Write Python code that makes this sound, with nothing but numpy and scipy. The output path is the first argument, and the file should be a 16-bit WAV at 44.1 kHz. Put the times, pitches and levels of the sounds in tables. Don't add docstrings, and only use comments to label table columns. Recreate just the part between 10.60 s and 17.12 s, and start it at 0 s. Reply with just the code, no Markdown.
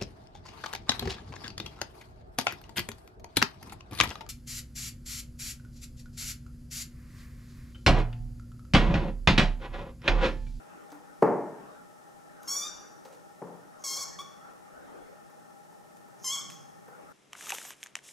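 import sys
import numpy as np
from scipy import signal
from scipy.fft import rfft, irfft
from scipy.io import wavfile
from scipy.ndimage import uniform_filter1d

SR = 44100
rng = np.random.default_rng(int(sys.argv[2]) if len(sys.argv) > 2 else 0)


def bounce(signal):
    frames = np.transpose(np.atleast_2d(signal))
    limited = np.clip(frames, -1, 1)
    pcm = np.round(limited * 32767).astype(np.int16)
    wavfile.write(sys.argv[1], SR, pcm)


def how_loud(loudness_db):
    steps = np.asarray(loudness_db, float) / 20
    return 10 ** steps


N = 287734


def evened(x):
    return x / np.sqrt(np.mean(x ** 2) + 1e-20)


def read(points, hz):
    f, value = np.transpose(points)
    return np.interp(np.log(hz + 1), np.log(f + 1), value)


def add(mix, start_s, sound):
    part = mix[:, round(start_s * SR):][:, :sound.shape[-1]]
    part += sound[..., :part.shape[1]]


def placed(sound, side_db):
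    return np.array([sound * how_loud(side_db / 2), sound * how_loud(-side_db / 2)])


def drift(count, smooth):
    wander = rng.standard_normal(SR // 4)[:count]
    for _ in range(2):
        wander = uniform_filter1d(wander, int(smooth))
    return evened(wander)


# pitch_hz, likeness (-1 to 1)
LIKENESS = [(60, -0.57), (150, -0.66), (380, -0.65), (950, -0.15), (2380, -0.23), (5980, 0.51),
            (15000, 0.49)]
# pitch_hz, left_minus_right_db
LEFT_LEAN = [(60, 1.0), (180, -1.0), (550, 4.0), (1650, 2.0), (4970, 0.0), (15000, 0.0)]


def noise(shape_db, patchy_db):
    frames, hz = N // 512 + 5, np.fft.rfftfreq(2048, 1 / SR)
    a, b, c, d, patches = rng.standard_normal((frames, 1025, 5)).T
    patches = uniform_filter1d(patches, size=14, axis=0)
    patches = evened(uniform_filter1d(patches, size=7, axis=1))
    same = np.clip(read(LIKENESS, hz), -1, 1)[:, None]
    lean = how_loud(read(LEFT_LEAN, hz)[:, None] / 2)
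    left = a + 1j * b
    right = same * left + np.sqrt(1 - same ** 2) * (c + 1j * d)
    z = np.array([left * lean, right / lean])
    z *= how_loud(shape_db(hz[:, None]) + patchy_db * patches)
    sound = signal.istft(z, nperseg=2048, noverlap=1536)[1]
    return evened(sound[:, 1024:N + 1024])


# pitch_hz, level_db (per Hz)
WASH = [(25, -35.5), (60, -30.5), (100, -33), (160, -1), (400, -2), (1000, -10.5), (2000, -18.5),
        (2700, -22), (4600, -25.5), (5300, -21.5), (7000, -23), (10000, -24.5), (13000, -29.5),
        (15800, -34)]


def steady_wash():
    return how_loud(-56.5) * noise(lambda hz: read(WASH, hz), patchy_db=0.3)


# pitch_hz, width_hz, level_db
DUCT = [(172, 95, -5), (612.3, 14.1, 6), (812.4, 50, 2.5), (1319, 138, -8.5), (1808, 113, -12)]


def fan_duct():
    def humps_db(hz):
        power = sum(how_loud(2 * db) / (1 + (2 * (hz - f) / width) ** 2) ** 2 for f, width, db in DUCT)
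        return 10 * np.log10(power)
    return how_loud(-55) * noise(humps_db, patchy_db=0.4)


def passing(vehicles):
    t = np.arange(N) / SR
    power = sum(how_loud(2 * db) / (1 + ((t - nearest_s) / span_s) ** 2) ** 2 for nearest_s, db, span_s in vehicles)
    return np.sqrt(power)


# pitch_hz, level_db
STREET = [(150, -12), (300, 1), (550, -0.5), (1000, -9.5), (1350, 0.5), (1900, -13.5), (2400, -19),
          (3500, -28.5), (9000, -49)]
# nearest_s, level_db, passing_s
CARS = [(.15, -58, 0.35), (1.08, -54, 0.11), (2.05, -52.5, 0.26), (3.45, -55.5, 0.28), (3.88, -56.5, 0.061),
        (4.32, -53.5, 0.2), (5.79, -59.5, 0.21), (6.5, -58, 0.25)]


def street():
    return how_loud(4.5) * passing(CARS) * noise(lambda hz: read(STREET, hz), patchy_db=4.2)


# pitch_hz, level_db
WALLS = [(50, -33), (90, -24), (130, -1.5), (175, 0), (240, -13), (400, -43)]
# nearest_s, level_db, passing_s
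LORRIES = [(1.7, -77, 1), (3.0, -69.5, 0.13), (3.6, -58, 0.15), (4.62, -65, .12), (5.9, -55, 0.24)]


def lorries():
    return how_loud(1.0) * passing(LORRIES) * noise(lambda hz: read(WALLS, hz), patchy_db=-1.0)


# pitch_hz, fade_s (time to fall 60 dB)
ROOM = [(100, 0.97), (300, 0.7), (1000, 0.73), (2000, .75), (3400, 0.58), (6000, 0.76), (9000, 0.37),
        (13000, 0.39)]


def room(x, gap_s, same):
    taps = np.zeros((2, SR))
    starts = np.arange(int(gap_s * SR), SR - 20, 20)
    at = starts + rng.integers(0, 20, (2, SR // 20))[:, :len(starts)]
    signs = rng.choice([-1., 1.], (2, SR // 20))[:, :len(starts)]
    np.put_along_axis(taps, at, signs, 1)
    same = np.clip(same, 0, 1)
    taps[1] = same * taps[0] + np.sqrt(1 - same ** 2) * taps[1]
    hz, t, z = signal.stft(taps, SR, nperseg=256)
    fading = how_loud(-60 * t / read(ROOM, hz)[:, None])
    tail = signal.istft(z * fading, SR, nperseg=256)[1]
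    return signal.fftconvolve(x, tail / np.linalg.norm(tail[0]), axes=1)[:, :N]


# pitch_hz, level_db (per Hz)
WOOD = [(60, -91), (150, -6), (210, -8.5), (300, -6), (430, 0), (570, -3.5), (680, -10), (900, -4.5),
        (1050, -13), (1500, -24), (1800, -27), (2400, -37), (3700, -61.5), (9000, -60.5)]


def knock(db, side_db, ring_hz, bright_db, ring_db):
    t, hz = np.arange(SR // 4) / SR, np.fft.rfftfreq(SR // 4, 1 / SR)
    rise = t / 0.0031
    build = 1 - np.exp(-rise ** 2)
    timing = rfft(rng.standard_normal(len(t)) * rise ** 2 * np.exp(-rise))
    colour = how_loud(read(WOOD, hz) + bright_db * np.log2(hz / 500 + 0.00088))
    rattle = irfft(timing / abs(timing) ** 1.1 * colour, len(t)) * build * np.exp(-t / 0.036)
    swings = t * ring_hz
    ring = how_loud(ring_db - 60 * swings / 52) * build * np.sin(2 * np.pi * swings)
    return placed(how_loud(db) * (evened(rattle) / 11 + ring), side_db)


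# start_s, level_db, side_db (left minus right), ring_hz
BLOWS = [
    (0.6214, -5.5, 1.5, 410),
    (2.524, -47.5, -2, 600),
    (2.815, -28, 3, 172),
]
# start_s, level_db, side_db (left minus right), ring_hz
TAPS = [(.318, -40, 1, 294.5), (2.451, -43, 2, 518), (3.829, -56, 10, 760), (3.93, -50.5, 8, 840),
        (4.695, -52, 15, 823), (5.122, -50, 4, 870), (5.478, -50, 9, 823), (6.279, -45, -1, 489)]


def knocks():
    far = np.zeros((2, N))
    for start_s, *how in BLOWS:
        add(far, start_s, knock(*how, bright_db=-0.14, ring_db=-19.5))
    for start_s, *how in TAPS:
        add(far, start_s, knock(*how, bright_db=7, ring_db=-2))
    return far


def tick(db, hz, ms):
    t = np.arange(1500) / SR
    snap = rng.standard_normal(len(t)) * np.exp(-t / (abs(ms) / 1000 + 1e-4))
    band = signal.butter(2, [hz / 5.2, min(hz * 1.64, 14000)], "band", fs=SR, output="sos")
    snap = signal.sosfilt(band, snap)
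    return how_loud(db) * snap / abs(snap).max()


# start_s, level_db, pitch_hz (centre), length_ms
TICKS = [(0.237, -52, 9140, 3), (.303, -45.5, 6100, 7.3), (0.318, -43, 4940, 6.8),
         (0.622, -36.5, 5630, 7.5), (1.831, -40.5, 10200, 4), (1.844, -54, 7450, 1.7),
         (1.877, -38, 6600, 2.5), (2.45, -46, 3950, 16), (2.487, -49, 6100, 3.4), (2.525, -49, 5900, 31),
         (3.24, -35, 7250, 2.6), (3.589, -47, 3000, 2), (5.369, -48.5, 9900, 4.4), (5.644, -35, 7000, 2.3),
         (5.901, -29.5, 5430, 0.4), (5.905, -31.5, 7400, 0.4), (5.9195, -36, 5500, 0.97)]


def ticks():
    near = np.zeros((2, N))
    for start_s, *how in TICKS:
        add(near, start_s, tick(*how))
    return near


# pitch_hz, level_db
TEETH = [(2500, -45), (4300, -8), (5200, 5.5), (6600, 13), (7800, -11), (8800, -20), (10500, -1),
         (12500, -6), (15500, -13)]


def air_past_teeth(count):
    hz = np.fft.rfftfreq(count, 1 / SR)
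    rush = rfft(rng.standard_normal(SR // 4)[:count])
    return evened(irfft(rush * how_loud(read(TEETH, hz)), count))


def hiss(length_s, first_db, last_db):
    u = np.linspace(0, 1, int(length_s * SR))
    near_loud = u if last_db > first_db else 1 - u
    level_db = min(first_db, last_db) + abs(last_db - first_db) * near_loud ** 2.8
    sputter = how_loud(level_db + 2.5 * drift(len(u), 60))
    return sputter * air_past_teeth(len(u)) * signal.windows.tukey(len(u), 0.15)


# start_s, length_s, first_db, last_db
HISSES = [
    (1.817, 0.064, -63, -48),
    (3.191, 0.053, -63, -61),
    (5.586, 0.056, -66, -41),
    (5.895, 0.061, -57, -56),
]


def hisses():
    near = np.zeros((2, N))
    for start_s, *how in HISSES:
        add(near, start_s, hiss(*how))
    return near


def cry(rows, mouth, breath_db, wobble=0.0052, jitter=0.0044, shimmer_db=1.9):
    s, *columns = np.transpose(rows)
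    t = np.arange(s[0], s[-1], 1 / SR)
    hz, effort_db, shut = (np.interp(t, s, c) for c in columns)
    effort_db = effort_db - 8 * np.clip(1 - (t - t[0]) / 0.008, 0, 1)
    third_db = -21.5 + (3.5 + 21.5) * shut
    chest_db = -45 + 4 * shut - effort_db + 0.28 * (effort_db + 51)
    trembling = 1 + wobble * drift(len(t), 150) + jitter * drift(len(t), 29)
    turns = np.cumsum(hz * trembling) / SR
    level_db = {int(round(k)): db for k, db in mouth}
    core = np.sqrt(sum(how_loud(2 * level_db[k]) for k in (5, 6, 7)))
    voice = np.zeros(len(t))
    for k, db in level_db.items():
        if k == 1:
            gain = how_loud(chest_db + db)
        elif k == 3:
            gain = how_loud(third_db)
        elif k in (2, 4):
            gain = how_loud(db + 14 * shut) / core
        else:
            gain = how_loud(db) / core
        shimmer = how_loud(shimmer_db * drift(len(t), 146))
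        voice += gain * shimmer * np.sqrt(2) * np.cos(2 * np.pi * k * turns + 0.241 * k * k)
    pulses = 1 + 0.5 * np.cos(2 * np.pi * turns)
    voice += how_loud(breath_db) * air_past_teeth(len(t)) * pulses
    edge = np.clip(np.minimum(t - t[0], t[-1] - t) / 0.001, 0, 1)
    return placed(how_loud(effort_db) * voice * edge, side_db=1.1)


# time_s, pitch_hz, effort_db, mouth closing (0 open, 1 shut)
RISING = [(1.875, 1090, -35.5, 0), (1.894, 1077, -32.5, .1), (1.906, 1120, -31, 0),
          (1.958, 1124, -31, 0.25), (1.963, 1169, -31.5, 0.2), (2.003, 1165, -36, 0),
          (2.022, 1162, -38, 0.8), (2.062, 1214, -44, 0.95), (2.084, 1227, -45.5, 0.75)]
LEVEL = [(3.238, 1126, -37.5, 0.19), (3.278, 1074, -37, 0.22), (3.345, 1080, -38, 0.53),
         (3.359, 1109, -39.5, 0.24), (3.372, 1058, -36.5, 0.52), (3.385, 1134, -43, 0.64),
         (3.419, 1114, -39, 0.37), (3.433, 1066, -38.5, 0.17), (3.449, 1116, -51, .25)]
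CHIRP = [(3.588, 1129, -44.5, 1.26), (3.601, 1104, -49.5, 1.05), (3.609, 1155, -48, 1.05),
         (3.62, 1156, -49, 0.87)]
WAVERING = [(5.642, 1042, -33.5, 0.26), (5.664, 1047, -32, 0.38), (5.679, 1004, -29.5, .35),
            (5.693, 1067, -32.5, 0.69), (5.708, 1052, -33, 0.78), (5.717, 1098, -38.5, 0.99),
            (5.736, 1126, -35.5, 0.97), (5.756, 1085, -35.5, 0.83), (5.766, 1062, -39, .95)]
AFTERNOTE = [(5.765, 1069, -42, 0.75), (5.774, 1125, -40.5, 1), (5.8, 1086, -43, 0.79),
             (5.813, 1175, -49, 0.9), (5.821, 1172, -57, 0.87), (5.827, 1117, -66, .5),
             (5.836, 1106, -54, 0.43), (5.852, 1150, -64, 0.61)]
# overtone number, level_db
MOUTHS = [
    [(1, -9.5), (2, -31), (3, -11), (4, -18), (5, -5), (6, -8), (7, -18.5), (8, -21.5), (9, -19.5),
     (10, -35), (11, -24), (12, -24), (13, -34), (14, -47)],
    [(1, -8.5), (2, -16), (3, -10), (4, -7), (5, 2), (6, -2), (7, -1.5), (8, -9.5), (9, -9.5), (10, -20),
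     (11, -21), (12, -22), (13, -29), (14, -28)],
    [(1, 0), (2, -28), (3, -3), (4, -27), (5, -7.5), (6, -12), (7, -21), (8, -19), (9, -25), (10, -33),
     (11, -40), (12, -31), (13, -20), (14, -40.5)],
    [(1, -8), (2, -15), (3, 0), (4, -13.5), (5, 7), (6, 8.5), (7, 7), (8, -4), (9, -8), (10, -4), (11, -5),
     (12, -26), (13, -13), (14, -35)],
]
BREATH_DB = [-14.5, 1, -13, -13, -17]


def kitten_cries():
    near = np.zeros((2, N))
    cries = [RISING, LEVEL, CHIRP, WAVERING, AFTERNOTE]
    for rows, mouth, breath_db in zip(cries, MOUTHS + MOUTHS[-1:], BREATH_DB):
        add(near, rows[0][0], cry(rows, mouth, breath_db))
    return near


def scene():
    background = lorries() + steady_wash() + fan_duct() + street()
    far = knocks()
    wood = how_loud(-1.0) * far + how_loud(-2.0) * room(far, gap_s=0.01, same=0.86)
    no_bass = signal.butter(4, 115, "high", fs=SR, output="sos")
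    wood = signal.sosfilt(no_bass, wood)
    near = ticks() + hisses() + kitten_cries()
    kitten = how_loud(-2.5) * near + how_loud(-8.5) * room(near, gap_s=0.006, same=0.73)
    return kitten + wood + background


def band_limit(x):
    return signal.sosfilt(signal.butter(12, 15750, fs=SR, output="sos"), x)


def record(dry):
    lag_s, top_hz = 7e-6, 15900
    hz = np.fft.rfftfreq(N, 1 / SR)
    ports = np.exp(1j * np.pi * hz * lag_s * np.array([[1], [-1]]))
    edge = np.clip((top_hz - hz) / 300, 0, 1)
    mix = irfft(rfft(dry) * ports * edge, N)
    return band_limit(mix)


dry = scene()
out = record(dry)
bounce(out)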